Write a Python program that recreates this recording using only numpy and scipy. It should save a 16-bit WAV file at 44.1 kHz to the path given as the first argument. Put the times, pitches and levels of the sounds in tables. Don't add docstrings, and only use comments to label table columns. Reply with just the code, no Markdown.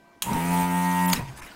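import sys
import numpy as np
from scipy import signal
from scipy.fft import rfft, irfft, next_fast_len
from scipy.io import wavfile
from scipy.ndimage import uniform_filter1d

SR = 44100
rng = np.random.default_rng(int(sys.argv[2]) if len(sys.argv) > 2 else 0)


def transcribe(signal):
    frames = np.atleast_2d(signal).T
    limited = np.clip(frames, -1, 1)
    pcm = np.round(limited * 32767).astype(np.int16)
    wavfile.write(sys.argv[1], SR, pcm)


def rack_gain(trim_db):
    fader = np.asarray(trim_db, float)
    return 10 ** (fader / 20)


N = 68355
TIME = np.arange(N) / SR
FULL_HZ = 89

# start_s, ring_db, crack_db
PRESS_SNAPS = [
    (.2212, -8, -21),
    (.2236, -12, -23),
    (.2262, -13.5, -44),
    (.2295, -19, -46),
]


def evened(x):
    return x / np.sqrt(np.mean(x ** 2) + 1e-20)


def slow(size):
    once = uniform_filter1d(rng.standard_normal(N), size)
    return evened(uniform_filter1d(once, size))


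def noise(colour, patch_db):
    frames, hz = N // 128 + 5, np.fft.rfftfreq(512, 1 / SR)
    real, imag, patch = rng.standard_normal((frames, 257, 3)).T
    patch = uniform_filter1d(uniform_filter1d(patch, size=6, axis=0), size=14, axis=1)
    colour_hz, colour_db = np.transpose(colour)
    level_db = np.interp(np.log(hz + 1), np.log(colour_hz + 1), colour_db)
    z = (real + 1j * imag) * rack_gain(level_db[:, None] + patch_db * evened(patch))
    return evened(signal.istft(z, nperseg=512, noverlap=384)[1][:N])


def shell(hz, peaks, flat):
    return flat + sum(rack_gain(db) / (1 + 1j * (hz - f * f / (hz + 1)) / w) for f, w, db in peaks)


def ring(force, peaks, flat):
    size = next_fast_len(N + SR)
    response = shell(np.fft.rfftfreq(size, 1 / SR), peaks, flat)
    return irfft(rfft(force, size) * response, size)[:N]


def pump():
    # start_s, shaft_hz, load_db, valve_knock_db, air_flow_db
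    motor_course = [(.235, 45, -25, -3, -10), (.272, 63, -14, 7, -6), (.32, 74.5, -6, 0, -5),
                    (.345, 80.5, -4, -3, -3), (.39, 84.6, -3, -2, -2.5), (.48, 87, -.5, -7, -1.5),
                    (.535, 87.8, 0.1, -.5, 1.5), (.64, 88.3, 0.1, .3, 1.2), (.67, 88.5, -1.1, -1.5, -3),
                    (.76, 88.9, -.6, -1.5, -.3), (1.062, 89.9, 0.1, .3, 0.1), (1.07, 90.1, 0.1, .3, -18),
                    (1.082, 90.2, .3, 0, 3), (1.126, 90.3, 0.3, -1, 1.5), (1.152, 78, -13, 0, -6),
                    (1.19, 65, -11, -12, -15), (1.272, 43.5, -30, -1, -32), (1.385, 21, -42, -8, -40)]
    start_s, shaft_hz, load_db, knock_db, flow_db = np.transpose(motor_course)
    on = (TIME > start_s[0]) & (TIME < start_s[-1])
    speed = np.interp(TIME, start_s, shaft_hz)
    knock = rack_gain(np.interp(TIME, start_s, knock_db))
    load = np.interp(TIME, start_s, load_db)
    flow = np.interp(TIME, start_s, flow_db)
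    strain = np.clip(1 - speed / FULL_HZ, 0, .3) / 0.294
    unsteady = 0.0007 * slow(size=300) + 0.0802 * strain * slow(size=250)
    turns = np.cumsum(speed * (1 + unsteady)) / SR
    fade = np.clip((TIME - start_s[0]) / 0.044, 0, 1) * np.clip((start_s[-1] - TIME) / 0.11, 0, 1)
    return (buzz(speed, turns, strain, knock, on * rack_gain(-23 + load)) + roar(strain, on * rack_gain(-25.5 + load))
            + bench_boom(speed, fade * strain) + nozzle_air(turns, on * rack_gain(-36.5 + flow)))


def buzz(speed, turns, strain, knock, level):
    # multiple, early_db (on reaching speed), late_db (once settled)
    order_levels = [(1, -20, -22), (2, 0, 0), (3, -9, -10), (4, -19, -21), (5, -19, -31), (6, -23, -25),
                    (7, -23, -22), (8, -15, -19), (9, -19, -30), (10, -1, -2), (11, -9, -8), (12, -28, -16),
                    (13, -24, -27), (14, -18, -21), (15, -26, -22), (16, -22, -23), (17, -33, -36),
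                    (18, -23, -21), (19, -31, -32), (20, -31, -31), (21, -18, -12), (22, -24, -28),
                    (23, -24, -25), (24, -27, -21), (25, -24, -25), (26, -20, -26), (27, -29, -33),
                    (28, -28, -32), (29, -27, -29), (30, -31, -29), (31, -30, -25), (32, -31, -37),
                    (33, -36, -31), (34, -32, -33), (35, -38, -38), (36, -35, -34)]
    # pitch_hz, width_hz, level_db
    shell_peaks = [(176, 75, -3.5), (297, 32, -8), (930, 70, 13), (1906, 83, 9.5), (370, 130, -5.5)]
    settle_s = [.55, 1.0]
    orders, early_db, late_db = np.transpose(order_levels)
    early, late = rack_gain([early_db, late_db]) / abs(shell(orders * FULL_HZ, shell_peaks, 0.84))
    settled = np.interp(TIME, settle_s, [0, 1])
    strokes = np.zeros(N)
    for k in range(1, 50):
        place = k * speed / FULL_HZ
        level_early = np.interp(place, orders, early, right=0)
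        level_late = np.interp(place, orders, late, right=0)
        strength = (1 - settled) * level_early + settled * level_late
        wobble = rack_gain(0.9 * (0.99 + (k / 18) ** 2 + strain) * slow(size=1800))
        valve = np.where((k * speed > 760) & (k * speed < 1120), knock, 1)
        phase = k * turns + rng.random() + 0.0012 * k * slow(size=400)
        strokes += strength * wobble * valve * np.cos(2 * np.pi * phase)
    gate = 1 + np.cos(4 * np.pi * turns)
    rattle = signal.lfilter([.07], [1, -.93], rng.standard_normal(N)) * gate * rack_gain(-43 + 16 * strain)
    return ring((strokes + rattle) * level, shell_peaks, 0.9)


def roar(strain, level):
    # pitch_hz, level_db per Hz
    roar_colour = [(40, -1.5), (220, -3.5), (380, -4.5), (650, -6.5), (1400, -10.5), (2300, -11),
                   (4000, -27.5)]
    return noise(roar_colour, patch_db=3.0) * np.sqrt(strain) * level


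def bench_boom(speed, level):
    # multiple, level_db
    shake_levels = [(1, -47), (2, -41), (3, -48), (4, -55)]
    # pitch_hz, width_hz, level_db
    bench_peaks = [(130, 9, 17), (62, 12, 3)]
    turns = np.cumsum(speed) / SR
    shake = sum(rack_gain(db) * np.cos(2 * np.pi * k * turns) for k, db in shake_levels)
    return ring(level * shake, bench_peaks, 0)


def nozzle_air(turns, level):
    # pitch_hz, level_db per Hz
    air_colour = [(1200, -17.5), (2400, -17.5), (3400, -15), (5380, -22), (8660, -15), (10500, -17.5),
                  (14800, -18), (16000, -17)]
    # pitch_hz, width_hz, level_db
    nozzle_peaks = [(6030, 52, 3.5), (8500, 230, 1), (10000, 120, -1), (10970, 77, 7), (12100, 57, 2),
                    (14200, 74, 4)]
    hiss = evened(ring(noise(air_colour, patch_db=2.5), nozzle_peaks, 1))
    return hiss * (1 + 0.11 * np.cos(2 * np.pi * turns)) * level


def trigger(snaps, modes, colour):
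    t, out, crack = np.arange(4000) / SR, np.zeros(N), noise(colour, patch_db=1.5)
    for start_s, ring_db, crack_db in snaps:
        i = round(start_s * SR)
        grip = np.zeros(len(t))
        for hz, db, t60 in modes:
            cycles = hz * rng.uniform(0.94, 1.03) * t + rng.random()
            grip += rack_gain(db - 60 * t / min(t60, .024)) * np.sin(2 * np.pi * cycles)
        burst = crack[i:i + 4000] * np.exp(-t / 0.0027)
        out[i:i + 4000] += np.minimum(t / 0.00061, 1) * (rack_gain(ring_db) * grip + rack_gain(crack_db) * burst)
    return out


def trigger_press():
    # pitch_hz, level_db, t60_s
    press_modes = [(1120, -22, 0.03), (3240, -10.5, 0.012), (4190, -13.5, 0.015), (6600, -17.5, 0.069),
                   (8240, -17.5, 0.039), (9700, -13, 0.014), (10270, -16.5, 0.096), (14600, -26, .02),
                   (12280, -17, 0.025)]
    # pitch_hz, level_db per Hz
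    press_crack = [(530, -81), (900, -5.5), (2120, -13.5), (3260, -10), (5200, -12.5), (6330, -9),
                   (9770, -22), (16000, -13)]
    return trigger(PRESS_SNAPS, press_modes, press_crack)


def trigger_release():
    # start_s, ring_db, crack_db
    release_snaps = [
        (1.099, -30, -23),
        (1.1302, -16.5, -16),
        (1.1328, -16.5, -15.5),
        (1.1352, -31, -25),
    ]
    # pitch_hz, level_db, t60_s
    release_modes = [(960, -38, 0.1), (3460, 3, 0.0092), (4390, -2.5, 0.014), (5080, 1.5, 0.01),
                     (6560, -9, 0.03), (9400, -8, 0.049), (11460, -17, 0.042), (12700, -7, 0.028)]
    # pitch_hz, level_db per Hz
    release_crack = [(500, -14), (1000, 0.5), (2600, -4.5), (4250, -5), (5820, -20), (6720, 0.5),
                     (8250, -13), (16000, -6.5)]
    return trigger(release_snaps, release_modes, release_crack)


def spring():
    # pitch_hz, level_db per Hz
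    spring_colour = [(1000, -10), (2500, 2.5), (5000, -17), (6500, 4.5), (10000, -0.5), (12500, -2),
                     (14000, -23), (16000, -20)]
    t = TIME - PRESS_SNAPS[0][0]
    return (t > 0) * rack_gain(-30.5) * np.exp(-abs(t) / 0.044) * noise(spring_colour, patch_db=-5.0)


def squeaks():
    # start_s, length_s, pitch_hz, level_db
    whistles = [(1.056, .034, 12150, -38), (1.054, .034, 14300, -32), (1.052, .03, 15200, -32),
                (1.083, .008, 11600, -33), (1.087, .008, 10500, -27), (1.09, .012, 14600, -33),
                (1.076, .014, 12300, -33), (1.094, .01, 8800, -33), (1.118, .009, 6850, -25),
                (1.122, .016, 6300, -30)]
    out = np.zeros(N)
    for start_s, length_s, hz, db in whistles:
        swell = np.sin(np.pi * np.clip((TIME - start_s) / length_s, 0, 1)) ** 2
        turns = np.cumsum(hz * (1 + .014 * slow(size=40))) / SR
        out += rack_gain(db) * swell * np.sin(2 * np.pi * turns)
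    return out


def knocks():
    # start_s, pitch_hz, ring_db, t60_s, crack_db
    single_knocks = [(.262, 925, -31, 0.069, -60), (0.285, 972, -27.5, 0.15, -60),
                     (.313, 208.5, -15.5, 0.06, -39), (.333, 170, -19, 0.037, -50),
                     (0.332, 5830, -31, 0.019, -31), (.332, 3950, -30, 0.018, -60),
                     (0.348, 284, -28, 0.062, -50), (.363, 410, -22.5, 0.044, -49),
                     (0.914, 6000, -35.5, .02, -41), (1.192, 135.4, -22, 0.11, -60),
                     (1.152, 235, -23, 0.039, -60), (1.159, 5330, -27.5, .025, -41),
                     (1.162, 2560, -27, 0.021, -60), (1.168, 3910, -31, 0.038, -46),
                     (1.174, 245, -22.5, 0.044, -49), (1.191, 960, -33, 0.061, -45),
                     (1.207, 960, -29.5, 0.045, -41), (1.224, 960, -35.5, 0.12, -45),
                     (1.257, 940, -39, 0.094, -58), (1.277, 950, -42.5, 0.093, -52),
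                     (1.3748, 9630, -39.5, 0.016, -40.5), (1.377, 1730, -43, .05, -47),
                     (1.4218, 1730, -38.5, 0.062, -46), (1.449, 10440, -44, 0.018, -50),
                     (1.466, 2040, -41, 0.057, -62), (1.475, 3820, -47, .05, -65),
                     (1.49, 1730, -43, 0.035, -55), (1.514, 4700, -45, 0.02, -57),
                     (1.517, 1450, -44.5, 0.12, -64)]
    # pitch_hz, level_db per Hz
    grit_colour = [(500, -33), (1500, 5), (5000, 3.5), (10000, 0), (16000, -8)]
    t, out, grit = np.arange(4000) / SR, np.zeros(N + 4000), noise(grit_colour, patch_db=6.0)
    for start_s, hz, ring_db, t60, crack_db in single_knocks:
        i = round(start_s * SR)
        rise = np.minimum(t * hz / 0.56, 1)
        out[i:i + 4000] += rise * rack_gain(ring_db - 60 * t / t60) * np.sin(2 * np.pi * hz * t)
        out[i:i + 4000] += rack_gain(crack_db) * np.exp(-t / 0.0026) * np.resize(grit[i:], len(t))
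    return out[:N]


def hands():
    # start_s, length_s, level_db
    rustles = [
        (1.136, 0.067, -34.5),
        (1.36, 0.13, -46),
        (1.415, 0.016, -49),
        (1.431, 0.042, -51.5),
        (1.46, 0.039, -52),
    ]
    # pitch_hz, level_db per Hz
    cloth_colour = [(20, -1), (90, -11), (250, -5), (500, -13), (1000, -14), (2200, -17.5), (5000, -23),
                    (16000, -36)]
    # pitch_hz, level_db per Hz
    scuff_colour = [(300, -27), (900, 5.5), (1750, 4.5), (2800, -1), (5000, -11.5), (8000, -2.5),
                    (16000, -15)]
    sleeve = rack_gain(-47 + slow(size=900)) * np.clip((TIME - 1.07) / 0.034, 0, 1)
    strokes = np.zeros(N)
    for start_s, length_s, db in rustles:
        strokes += rack_gain(db) * np.sin(np.pi * np.clip((TIME - start_s) / length_s, 0, 1) ** .5)
    fingers = strokes * rack_gain(1.1 * slow(size=30)) * noise(scuff_colour, patch_db=4.5)
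    rub = sleeve * noise(cloth_colour, patch_db=3.5) + fingers
    hush_db = -20 * np.exp(-((TIME - 1.412) / .005) ** 2)
    dull = signal.filtfilt(*signal.butter(4, 2200, fs=SR), rub)
    return dull + rack_gain(hush_db) * (rub - dull)


def walls(x):
    taps = np.zeros(SR // 2)
    at = np.arange(200, len(taps) - 20, 20)
    taps[at + rng.integers(0, 20, len(at))] = rng.choice([-1., 1.], len(at))
    hz, t, z = signal.stft(taps, SR, nperseg=256)
    t60 = np.interp(np.log(hz + 1), np.log([300, 8000]), [.4, .15])[:, None]
    tail = signal.istft(z * rack_gain(-60 * t / t60), SR, nperseg=256)[1]
    return signal.fftconvolve(x, tail / np.linalg.norm(tail))[:N]


def workshop():
    # pitch_hz, level_db per Hz
    room_colour = [(20, -5), (120, -22), (210, 1.5), (380, -11), (520, -10), (950, -6), (1400, -14.5),
                   (16000, -36.5)]
    # pitch_hz, level_db (peak lies 9 dB higher)
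    fan_lines = [(209.9, -77.5), (349.9, -74.5), (683.7, -70), (985.1, -72.5), (1556, -72), (1943, -80.5),
                 (2336, -78.5)]
    fan = np.zeros(N)
    for hz, db in fan_lines:
        fan += rack_gain(db + 9 + slow(size=1500)) * np.sin(2 * np.pi * (hz * TIME + rng.random()))
    return rack_gain(-59) * noise(room_colour, patch_db=2.5) + fan


def scene():
    snaps = trigger_press() + trigger_release() + squeaks() + knocks() + spring()
    mix = pump() + snaps + rack_gain(-13) * walls(snaps) + hands() + workshop()
    return np.array([mix, mix])


def top_cut(x):
    return signal.sosfilt(signal.butter(12, 16810, fs=SR, output="sos"), x)


def record(dry):
    edge = signal.firwin(511, 15800, window=("kaiser", 9), fs=SR)
    mix = signal.oaconvolve(dry, edge[None], "same")
    return top_cut(mix)


dry = scene()
out = record(dry)
transcribe(out)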